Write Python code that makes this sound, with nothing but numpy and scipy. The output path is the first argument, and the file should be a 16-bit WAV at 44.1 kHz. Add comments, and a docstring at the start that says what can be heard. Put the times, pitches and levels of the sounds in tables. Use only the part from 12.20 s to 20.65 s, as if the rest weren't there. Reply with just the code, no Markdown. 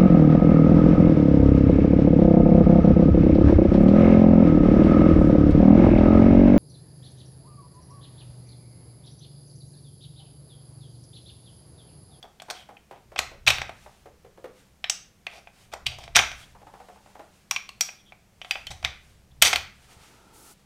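"""In a small room, three brass rifle cartridges are pressed one by one into a hand-held plastic magazine.
Cases tick, click, scrape and snap home: random blows or stick-slip forces excite the magazine's resonances.
Light brass rubs and loose bumps ring in a few modes; soft knocks are filtered noise, and pushes ring the table.
Gloves rustle and hands rumble as coloured noise over a steady room tone with a faint hum.
A soft rush swells, gains a hiss and stops at the end."""
import sys
import numpy as np
from scipy import signal
from scipy.fft import rfft, irfft, next_fast_len
from scipy.io import wavfile
from scipy.ndimage import uniform_filter1d, map_coordinates

SR = 44100
rng = np.random.default_rng(int(sys.argv[2]) if len(sys.argv) > 2 else 0)


def store_pcm(level_fs):
    """Save levels as 16-bit WAV."""
    pcm = np.round(np.clip(level_fs, -1, 1) * 32767).astype(np.int16)
    wavfile.write(sys.argv[1], SR, np.atleast_2d(pcm).T)


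N = 372644

# The five registers, from hollow body through wall, clack and brass ring to sharp edge.
# Each row: lower limit in Hz, upper limit in Hz.
REGISTERS = [(400, 1100), (1100, 1900), (1900, 4300), (4300, 7600), (7600, 15600)]
# The pushes of the hands that reach the table. Each row: start in seconds, relative level in dB.
THUMPS = [(0.987, -41), (1.274, -29), (1.39, -36), (3.657, -34), (3.959, -29), (4.028, -35), (6.501, -35),
          (6.637, -35.5), (7.219, -33.5), (7.349, -37.5), (7.76, -46.5)]


def contacts(rise=0.0006, blow_t60=0.013, rattle_t60=0.043, rattle=0.5, loose_calm=0.35):
    """Impact excitation: a hard blow of about 2 ms and a short rattle of the stack, less for a loose case."""
    # Hard contacts of a case with the lips, the spring or the stack; the spot struck favours two resonances,
    # hardness lifts the treble, body the hollow of the shell. Each row: time in seconds, strength in dB,
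    # clack in Hz, ring in Hz, hardness in dB, body in dB.
    blows = [(0.028, -47.5, 3400.0, 4640, 3, 0.5), (0.2, -48, 3370, 4250.0, 1.0, 7.0),
             (0.22, -50, 1610, 7760, 10.5, 14.5), (0.3011, -37.5, 1540.0, 4370, 10.0, 6),
             (0.308, -41.5, 1520, 4530, 15, 15), (0.568, -53, 2430, 4350.0, -16, 5),
             (0.9606, -36.5, 2630, 5350.0, -6, 10.5), (0.99, -26.5, 2630, 4180, 11.5, 8),
             (1.2748, -17.5, 2590, 4530.0, -2.5, -5.5), (1.2788, -18, 3830, 4270, 3.5, -5.5),
             (1.3046, -25.0, 2540, 4140, 6.5, -0.5), (1.384, -33.5, 1610.0, 4590.0, -1, 1.5),
             (1.417, -30.5, 2010.0, 5800, -3.5, 6.5), (1.4936, -47.0, 2230.0, 4310.0, 2, 20.5),
             (2.6416, -27.0, 1830.0, 5320.0, -10.5, -3.5), (2.698, -28.0, 2780, 6270, 15.5, -2),
             (3.067, -34, 2510, 4410, -3.0, 3), (3.2723, -50.5, 2450, 5090, -13.0, 12.5),
             (3.537, -41, 1030, 7220.0, 8, 15.5), (3.6656, -27.0, 2980.0, 4740.0, 6, -10.5),
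             (3.786, -56.5, 1030, 4360, 16, 22.5), (3.8386, -49.5, 2340.0, 4640.0, 6.5, 9),
             (3.8784, -50.0, 2350, 4500.0, -0.5, 15.0), (3.9579, -16.5, 2460.0, 5900, 2, -6.5),
             (3.964, -18.5, 3386, 6196, 11, 5.5), (3.9704, -20.5, 1560.0, 5810.0, 1, 7.0),
             (3.99, -16.0, 2220, 6000.0, -7.0, -3), (3.9947, -28.5, 2420.0, 6100, 5, 12.5),
             (4.116, -39.5, 2350, 5780.0, -1.5, 2.5), (5.311, -28, 2350, 5600.0, 11.0, 0.5),
             (5.3621, -25.5, 2350, 5660, -5, -11), (5.4909, -46.5, 2700, 4290, 11.0, 0),
             (5.609, -27, 2430, 5790, 16, -3), (5.688, -39.5, 2410, 5820.0, -21.0, 2.5),
             (5.9218, -48, 2370.0, 5640.0, -18.5, 8.5), (6.216, -39.0, 3050, 5820.0, -9, 1),
             (6.2473, -43.5, 1270.0, 4650.0, -5, 6.5), (6.3098, -24.0, 2490, 4830, 2, -5.5),
             (6.355, -35.5, 2570, 4690.0, -14, 9.0), (6.469, -38, 3260, 4400, 5.5, -4),
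             (6.628, -47, 1170.0, 4750.0, 3, 11.5), (6.648, -22.5, 2400, 5930, -3.5, -3),
             (7.2225, -14.0, 3080, 8400, 11.5, -8.5), (7.225, -15.5, 3080, 8270.0, 5, -7.5),
             (7.259, -24.5, 3090.0, 6100.0, 2, -1.0), (7.3302, -24, 2230, 4370, 4, 5),
             (7.334, -25, 2050, 5080.0, 2, 2), (7.3587, -25.0, 3160, 4380, 7, 1.0)]
    track, t = np.zeros(N), seconds(0.04)
    for s, strength_db, clack_hz, ring_hz, hardness_db, body_db in blows:
        loose = looseness(s)
        stack = rattle * (1 - loose_calm * loose) * amp(-60 * t / rattle_t60)
        envelope = (1 - np.exp(-t / rise)) * (amp(-60 * t / blow_t60) + stack)
        levels_db = voiced(strength_db, clack_hz, ring_hz, hardness_db, body_db)
        click = magazine(chatter(envelope), levels_db, 0.01, loose, (clack_hz, ring_hz))
        add(track, s - rise, in_room(click, wet_db=0.5))
    return track


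def magazine(force, levels_db, length, loose, favoured_hz=(), favour_db=8, wall_db=-12, clearing_db=13, count=3):
    """Source-filter principle: a force excites the body's modes, with a set energy in each register."""
    # Resonances of the loaded magazine. Each row: frequency in Hz, half-width in Hz, level in dB.
    body_modes = [(752, 130, -0.5), (1134, 130, -6.5), (1360, 220, -2), (1580, 93, -2.5), (2020, 270, -2.5),
                  (2426, 290, -1), (3078, 75, -1.5), (3400, 180, -1.5), (3820, 240, -3), (4602, 370, -5.5),
                  (5300, 530, -5), (5830, 270, -2), (6420, 160, -2), (6990, 200, -1.5), (8080, 370, -1),
                  (8980, 820, -5), (10130, 370, -6), (11570, 320, -7.5), (12400, 330, -2.5),
                  (14700, 480, -8.5)]
    f = np.fft.rfftfreq(2048, 1 / SR)
    modes = list(body_modes) + [(hz, 160, favour_db * loose) for hz in favoured_hz]
    hz, width, db = np.transpose(modes)[:, :, None]
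    # every contact finds the modes slightly shifted
    pitch = hz * (1 + 0.012 * rng.standard_normal(hz.shape))
    strength = amp(db + 2.5 * rng.standard_normal(hz.shape))
    power = np.sum(strength ** 2 / (1 + ((f - pitch) / width) ** 2) ** 2, axis=0)
    # a pressed case cracks without pitch
    power += amp(wall_db - clearing_db * loose) ** 2 / (1 + (f / 7000) ** 2)
    # so small a body radiates little bass
    power *= f ** 4 / (f ** 4 + 380 ** 4)
    wanted = amp(levels_db) ** 2 * length * SR
    centres = np.sqrt(np.prod(REGISTERS, axis=1))
    for _ in range(count):  # tilt the spectrum smoothly to bring each register towards its energy
        held = np.array([power[(f >= low) & (f < high)].sum() for low, high in REGISTERS]) / len(f)
        power *= np.exp(along(np.transpose([centres, np.log(wanted / held)]), f))
    return signal.fftconvolve(force / np.linalg.norm(force), causal(np.sqrt(power)))


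def voiced(strength_db, clack_hz, ring_hz, hardness_db, body_db):
    """Contact spectrum: strength, hardness and body set the level of each register in dB."""
    # One row for each register: base level in dB at the usual strength, growth in dB per dB of strength,
    # share of hardness, share of body.
    voicing = [(-40.5, 1, 0, 1), (-40, 1.25, 0.029, 0.77), (-30.5, 1, 0, 0), (-45.5, 1, 0.9, 0),
               (-48.5, 1, 1.07, 0)]
    usual_strength_db = -30
    # a favoured resonance lifts the register around it
    clack_lift_db, ring_lift_db, lift_octaves = 2.5, 9.5, 0.52
    base_db, growth, hard, hollow = np.transpose(voicing)
    centres = np.sqrt(np.prod(REGISTERS, axis=1))

    def near(hz):
        return np.exp(-(np.log2(centres / hz) / lift_octaves) ** 2)

    levels_db = base_db + growth * (strength_db - usual_strength_db)
    levels_db = levels_db + hard * hardness_db + hollow * body_db
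    return levels_db + clack_lift_db * near(clack_hz) + ring_lift_db * near(ring_hz)


def looseness(s):
    """Contact damping: the grip exponentially reduces how freely the case can ring at time s (0-1)."""
    # Each cartridge is laid on loosely, then gripped by the thumb.
    # Each row: time laid in seconds, time gripped in seconds.
    cartridges = [(0, 0.028), (2.6, 2.85), (5.25, 5.8)]
    grip_s, pressed_looseness = 0.52, 0.12  # time constant in seconds, lower limit
    _, gripped = cartridges[sum(s >= row[0] for row in cartridges[1:])]
    free = np.exp(-max(s - gripped, 0) / grip_s)
    return np.clip(pressed_looseness + (1 - pressed_looseness) * free, 0, 1)


def chatter(envelope, count=2):
    """Broadband excitation: a random force follows the envelope with a nearly flat spectrum."""
    force = rng.standard_normal(len(envelope)) * envelope
    for _ in range(count):
        force = irfft(np.exp(1j * np.angle(rfft(force))), len(envelope))  # keep phase, level the spectrum
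        force *= envelope / np.sqrt(np.abs(uniform_filter1d(force ** 2, size=48)) + 1e-14)
    return force


def bumps(rise=0.00038):
    """Modal ringing: a loosely held cartridge sounds briefly in a few decaying sines."""
    # The last cartridge bumps on the one below. Each row: start in seconds, level in dB.
    touches = [(5.312, -25), (5.363, -26.5), (5.4914, -33.5)]
    # Modes of the case. Each row: frequency in Hz, level in dB, decay time t60 in seconds.
    case_modes = [(1097, 0.5, 0.022), (2704, 0.5, 0.03), (4400, -3.5, 0.029)]
    track, t = np.zeros(N), seconds(0.1)
    for s, db in touches:
        ring = np.zeros(len(t))
        for hz, level, t60 in case_modes:
            ring += amp(level + rng.normal(0, 1) - 60 * t / t60) * np.sin(2 * np.pi * hz * t)
        add(track, s, in_room(amp(db) * ring * (1 - np.exp(-t / rise)), wet_db=-4.5))
    return track


def scrapes(grit_db=3.5, roundness=0.55):
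    """Stick-slip friction: sliding brass gives a dense run of tiny blows of uneven size."""
    # A case slides under the lips. Each row: start in seconds, length in seconds, strength in dB,
    # hardness in dB, body in dB.
    slides = [(0.331, 0.11, -57.0, 0.5, 8), (0.727, 0.062, -69, -3.5, 19.0), (0.977, 0.012, -39, 5.5, -8.5),
              (1.265, 0.033, -27.5, 8.5, 6), (1.295, 0.018, -27.0, 7, 3.5), (3.094, 0.11, -59.5, 8, 15),
              (3.517, 0.028, -53, 7.0, 18), (3.659, 0.018, -33, -1, -7), (3.686, 0.066, -55.5, 7, 11),
              (3.78, 0.088, -58, 8.5, 10.0), (3.949, 0.044, -26, 5.5, 2), (6.503, 0.024, -47.5, 12.5, 10.5),
              (6.641, 0.0085, -41.5, -1.5, 12.0), (7.2168, 0.023, -25.0, 10.5, 3.5),
              (7.238, 0.052, -27.5, 13.5, 2.5)]
    clack_hz, ring_hz = 2500, 4440  # the resonances that sliding favours
    track, t = np.zeros(N), seconds(0.16)
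    for s, length, strength_db, hardness_db, body_db in slides:
        slips = amp(grit_db * unit(uniform_filter1d(rng.standard_normal(len(t)), size=60)))
        pressure = np.abs(np.sin(np.pi * np.minimum(t / length, 1))) ** roundness
        levels_db = voiced(strength_db, clack_hz, ring_hz, hardness_db, body_db)
        slide = magazine(chatter(slips * pressure), levels_db, length, looseness(s))
        add(track, s, in_room(slide, wet_db=3.5))
    return track


def squeaks(sharpness=14):
    """Friction-driven resonance: a light rub excites one narrow band of the case."""
    # Brass rubs lightly on brass. Each row: start in seconds, length in seconds, level in dB, pitch in Hz.
    rubs = [(4.208, 0.061, -55, 3320), (5.784, 0.039, -61, 3440), (5.85, 0.067, -58.5, 3280),
            (7.112, .012, -59, 3530)]
    track, t = np.zeros(N), seconds(0.1)
    for s, length, db, pitch_hz in rubs:
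        rub = rng.standard_normal(len(t))
        tone = unit(filtered(rub, lambda hz: 1 / (1 + (sharpness * (hz / pitch_hz - 1)) ** 2)))
        pressure = np.sin(np.pi * np.minimum(t / length, 1))
        add(track, s, in_room(amp(db) * tone * pressure, wet_db=-0.5))
    return track


def knocks(rise=0.002, t60=0.045, sharpness=5.3, tick=0.17, tick_t60=0.015, echo_s=0.012, echo=0.55):
    """Damped resonance: soft contacts give a dull tick and a puff with an early echo and much room."""
    # Each row: start in seconds, relative level in dB, pitch in Hz.
    soft_contacts = [(0.039, -38.5, 750), (0.284, -36.5, 850), (0.489, -36.5, 774), (0.711, -34, 784),
                     (0.918, -38.5, 596), (1.114, -40.5, 590), (1.661, -38.5, 814), (1.858, -38.5, 570),
                     (2.047, -42, 480), (2.175, -41, 482), (2.242, -30, 479), (4.349, -44, 950),
                     (4.416, -43.5, 760), (4.468, -39.5, 856), (4.537, -38, 854), (4.601, -39, 760),
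                     (4.686, -38, 723), (4.76, -44.5, 850), (4.859, -44, 829), (4.952, -38.5, 830),
                     (4.994, -33.5, 665)]
    # Spectrum of a soft contact. Each row: frequency in Hz, relative level in dB.
    dull_spectrum = [(100, -20.5), (300, -0.5), (420, 2.5), (800, -1), (1500, -5.5), (2300, -9),
                     (5000, -21.5), (12000, -28.5)]
    track, t = np.zeros(N), seconds(0.15)
    envelope = (1 - np.exp(-t / rise)) * amp(-60 * t / t60)

    def colour(hz):
        return amp(along(dull_spectrum, hz))

    for s, db, pitch_hz in soft_contacts:
        def resonance(hz):
            return 0.18 + 1 / np.hypot(1, sharpness * (hz / pitch_hz - pitch_hz / (hz + 1)))

        force = chatter(envelope)
        add(force, echo_s, echo * chatter(envelope))
        puff = unit(filtered(force, lambda hz: resonance(hz) * colour(hz)))
        touch = unit(filtered(chatter(amp(-60 * t / tick_t60)), colour))
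        add(track, s, in_room(amp(db - 18) * (puff + tick * touch), wet_db=4.5))
    return track


def thumps(rise=0.004):
    """Modal superposition: every hard push rings the low modes of the table top."""
    # Each row: frequency in Hz, level in dB, decay time t60 in seconds.
    table_modes = [(70.4, 1.5, 0.28), (90, -8, 0.58), (125.7, -2.5, 0.27), (161, -10.5, 0.099),
                   (195, -15.5, 0.11)]
    track, t = np.zeros(N), seconds(0.5)
    for s, db in THUMPS:
        ring = np.zeros(len(t))
        for hz, level, t60 in table_modes:
            decay = amp(level + rng.normal(0, 2) - 60 * t / t60)
            ring += decay * np.sin(2 * np.pi * (hz * t + rng.random()))
        add(track, s, amp(db - 3) * ring * (1 - np.exp(-t / rise)))
    return track


def gloves(flutter_db=2):
    """Friction noise: cotton rubs on the plastic, and each stroke swells and fades."""
    # Each row: middle in seconds, length (two standard deviations) in seconds, level in dB.
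    glove_strokes = [(0.368, .12, -59), (1.655, 0.28, -61.5), (2.4, .13, -64), (3.168, 0.13, -64.5),
                     (3.4, 0.11, -60.5), (4.202, 0.15, -54), (4.904, 0.98, -64.5), (6.329, 0.15, -56),
                     (6.53, 0.12, -60.5), (6.85, 0.19, -63.5), (7.78, 0.37, -58), (8.247, 0.32, -63)]
    # Spectrum of the cloth. Each row: frequency in Hz, relative level in dB per Hz.
    cloth_spectrum = [(200, -20.5), (500, -6.5), (720, 1.5), (1000, -3), (2500, -1), (5000, -5),
                      (9000, -7.5), (15000, -20)]
    holding_db = -79  # the gloves at rest
    t = np.arange(N) / SR
    strokes = sum((amp(db) * np.exp(-2 * ((t - s) / length) ** 2)) ** 2 for s, length, db in glove_strokes)
    level = np.sqrt(strokes + amp(holding_db) ** 2)
    return level * amp(flutter_db * wobble(25)) * noise(cloth_spectrum)


def hands():
    """Modulated low-frequency noise: a faint rumble builds up to each push and dies away after it."""
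    # Each row: frequency in Hz, relative level in dB per Hz.
    rumble_spectrum = [(15, -8.5), (30, 1), (48, -8.5), (66, 3), (80, -4.5), (105, -8), (126, -1.5),
                       (155, -15.5), (200, -17), (400, -39.5), (1000, -89)]
    push_db, resting_db = -18.5, -66  # relative to each push, and level at rest
    rise_s, fall_s = 0.16, 0.27
    t = np.arange(N) / SR
    power = amp(resting_db) ** 2
    for s, db in THUMPS:
        nearness = np.exp(-np.maximum((s - t) / rise_s, (t - s) / fall_s))
        power = power + (amp(db + push_db) * nearness) ** 2
    return np.sqrt(power) * noise(rumble_spectrum)


def air():
    """Stationary and swelling noise: room tone and faint hum, with a closing rush that gains a hiss."""
    # Four spectra. Each row: frequency in Hz, relative level in dB per Hz.
    room_spectrum = [(24, -32.5), (40, -2), (117, -3), (188, -1.5), (253, -9.5), (522, -12), (758, -13.5),
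                     (1020, -18), (2330, -20.5), (4130, -24), (5720, -23), (13700, -30.5), (15500, -33.5)]
    hum_spectrum = [(120, -40), (175, -13), (200, 2), (225, -16), (300, -39.5), (1000, -89.5)]
    rush_spectrum = [(100, -13), (200, -3), (400, 2), (600, -10), (900, 1), (1100, -11), (1350, 1),
                     (1700, -16.5), (5000, -32.5), (15000, -42)]
    hiss_spectrum = [(1000, -21.5), (4000, -5.5), (9000, 0), (15000, -8.5)]
    steady = amp(-62) * noise(room_spectrum) + amp(-71) * noise(hum_spectrum)
    rush = swell(start_s=7.67, level_db=-62.5, db_per_s=9) * noise(rush_spectrum)
    hiss = swell(start_s=8.123, level_db=-57.5, db_per_s=23) * noise(hiss_spectrum)
    return steady + rush + hiss


def swell(start_s, level_db, db_per_s):
    """Exponential growth: a gain opens at start_s, rises steadily in dB and shuts when the rush stops."""
    stop_s, edge_s = 8.345, 0.024
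    t = np.arange(N) / SR
    gate = np.clip(np.minimum(t - start_s, stop_s - t) / edge_s, 0, 1)
    return gate * amp(level_db + db_per_s * (t - start_s))


def in_room(sound, wet_db):
    """Reverberation: the direct sound and a diffuse tail of noise that decays at its own rate in each band."""
    # Decay of the room. Each row: frequency in Hz, decay time t60 in seconds.
    room_t60 = [(150, 0.77), (720, 0.24), (1400, 0.45), (2500, 0.4051), (6000, 0.34), (10000, 0.26),
                (15000, 0.38)]
    # Energy of the tail before wet_db. Each row: frequency in Hz, level in dB.
    tail_level = [(150, -2), (500, -7), (720, -5.5), (1000, -6), (1500, -6), (3000, -11), (6000, -8),
                  (9000, -11), (15000, -11.5)]
    hz, t, z = signal.stft(rng.standard_normal(SR // 2), SR, nperseg=256)
    fade = amp(-60 * t / along(room_t60, hz)[:, None])
    fade *= 1 - np.exp(-t / 0.00067)  # the tail builds up
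    energy = np.sum(fade ** 2, axis=1, keepdims=True) * t[1] * SR
    fade *= amp(along(tail_level, hz) + wet_db)[:, None] / np.sqrt(energy)
    answer = signal.istft(z * fade, SR, nperseg=256)[1]
    answer[0] += 1  # direct sound
    return signal.fftconvolve(sound, answer)


def causal(gain):
    """Minimum phase: the cepstrum gives an impulse response with this gain that starts at once."""
    cepstrum = irfft(np.log(gain + 1e-6))
    half = len(cepstrum) // 2
    cepstrum[1:half] *= 2
    cepstrum[half + 1:] = 0
    return irfft(np.exp(rfft(cepstrum)))


def noise(spectrum, size=N):
    """Spectral shaping: white noise is coloured and scaled to rms 1."""
    return unit(filtered(rng.standard_normal(size), lambda hz: amp(along(spectrum, hz))))


def filtered(x, gain):
    """Linear filtering: the spectrum of x is multiplied by a gain that depends on frequency."""
    m = next_fast_len(len(x) + 8192)
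    return irfft(rfft(x, m) * gain(np.fft.rfftfreq(m, 1 / SR)), m)[:len(x)]


def wobble(rate):
    """Slow random modulation: a smooth curve through rate random knots a second."""
    knots = rng.standard_normal(int(N * rate / SR) + 4)
    return map_coordinates(knots, [np.arange(N) * rate / SR])


def add(track, s, sound):
    """Superposition: mix a sound into the track at time s."""
    part = track[max(round(s * SR), 0):][:len(sound)]
    part += sound[:len(part)]


def along(points, hz):
    """Logarithmic pitch scale: read (Hz, value) points on a log frequency axis."""
    f, v = np.transpose(points)
    return np.interp(np.log(hz + 1), np.log(f), v)


def amp(db):
    """Level law: decibels to amplitude gain."""
    return 10 ** (np.asarray(db) / 20)


def unit(x):
    """Power normalisation: scale to rms 1."""
    return x / np.sqrt(np.mean(x ** 2) + 1e-20)


def seconds(length):
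    """Sampling: a time axis of this length in seconds."""
    return np.arange(int(length * SR)) / SR


def scene():
    """Superposition: all sources add at one microphone."""
    cartridges = contacts() + bumps() + scrapes() + squeaks()
    surroundings = knocks() + thumps() + gloves() + hands() + air()
    return (cartridges + surroundings)[None]


def record(dry):
    """Saturation and band-limiting: the loudest snaps flatten at full scale, then the top is cut steeply."""
    top_hz = 15750
    flattened = dry[0] / (1 + np.abs(dry[0]) ** 6) ** (1 / 6)
    return filtered(flattened, lambda hz: 1 / np.sqrt(1 + (hz / top_hz) ** 160))[None]


dry = scene()
out = record(dry)
store_pcm(out)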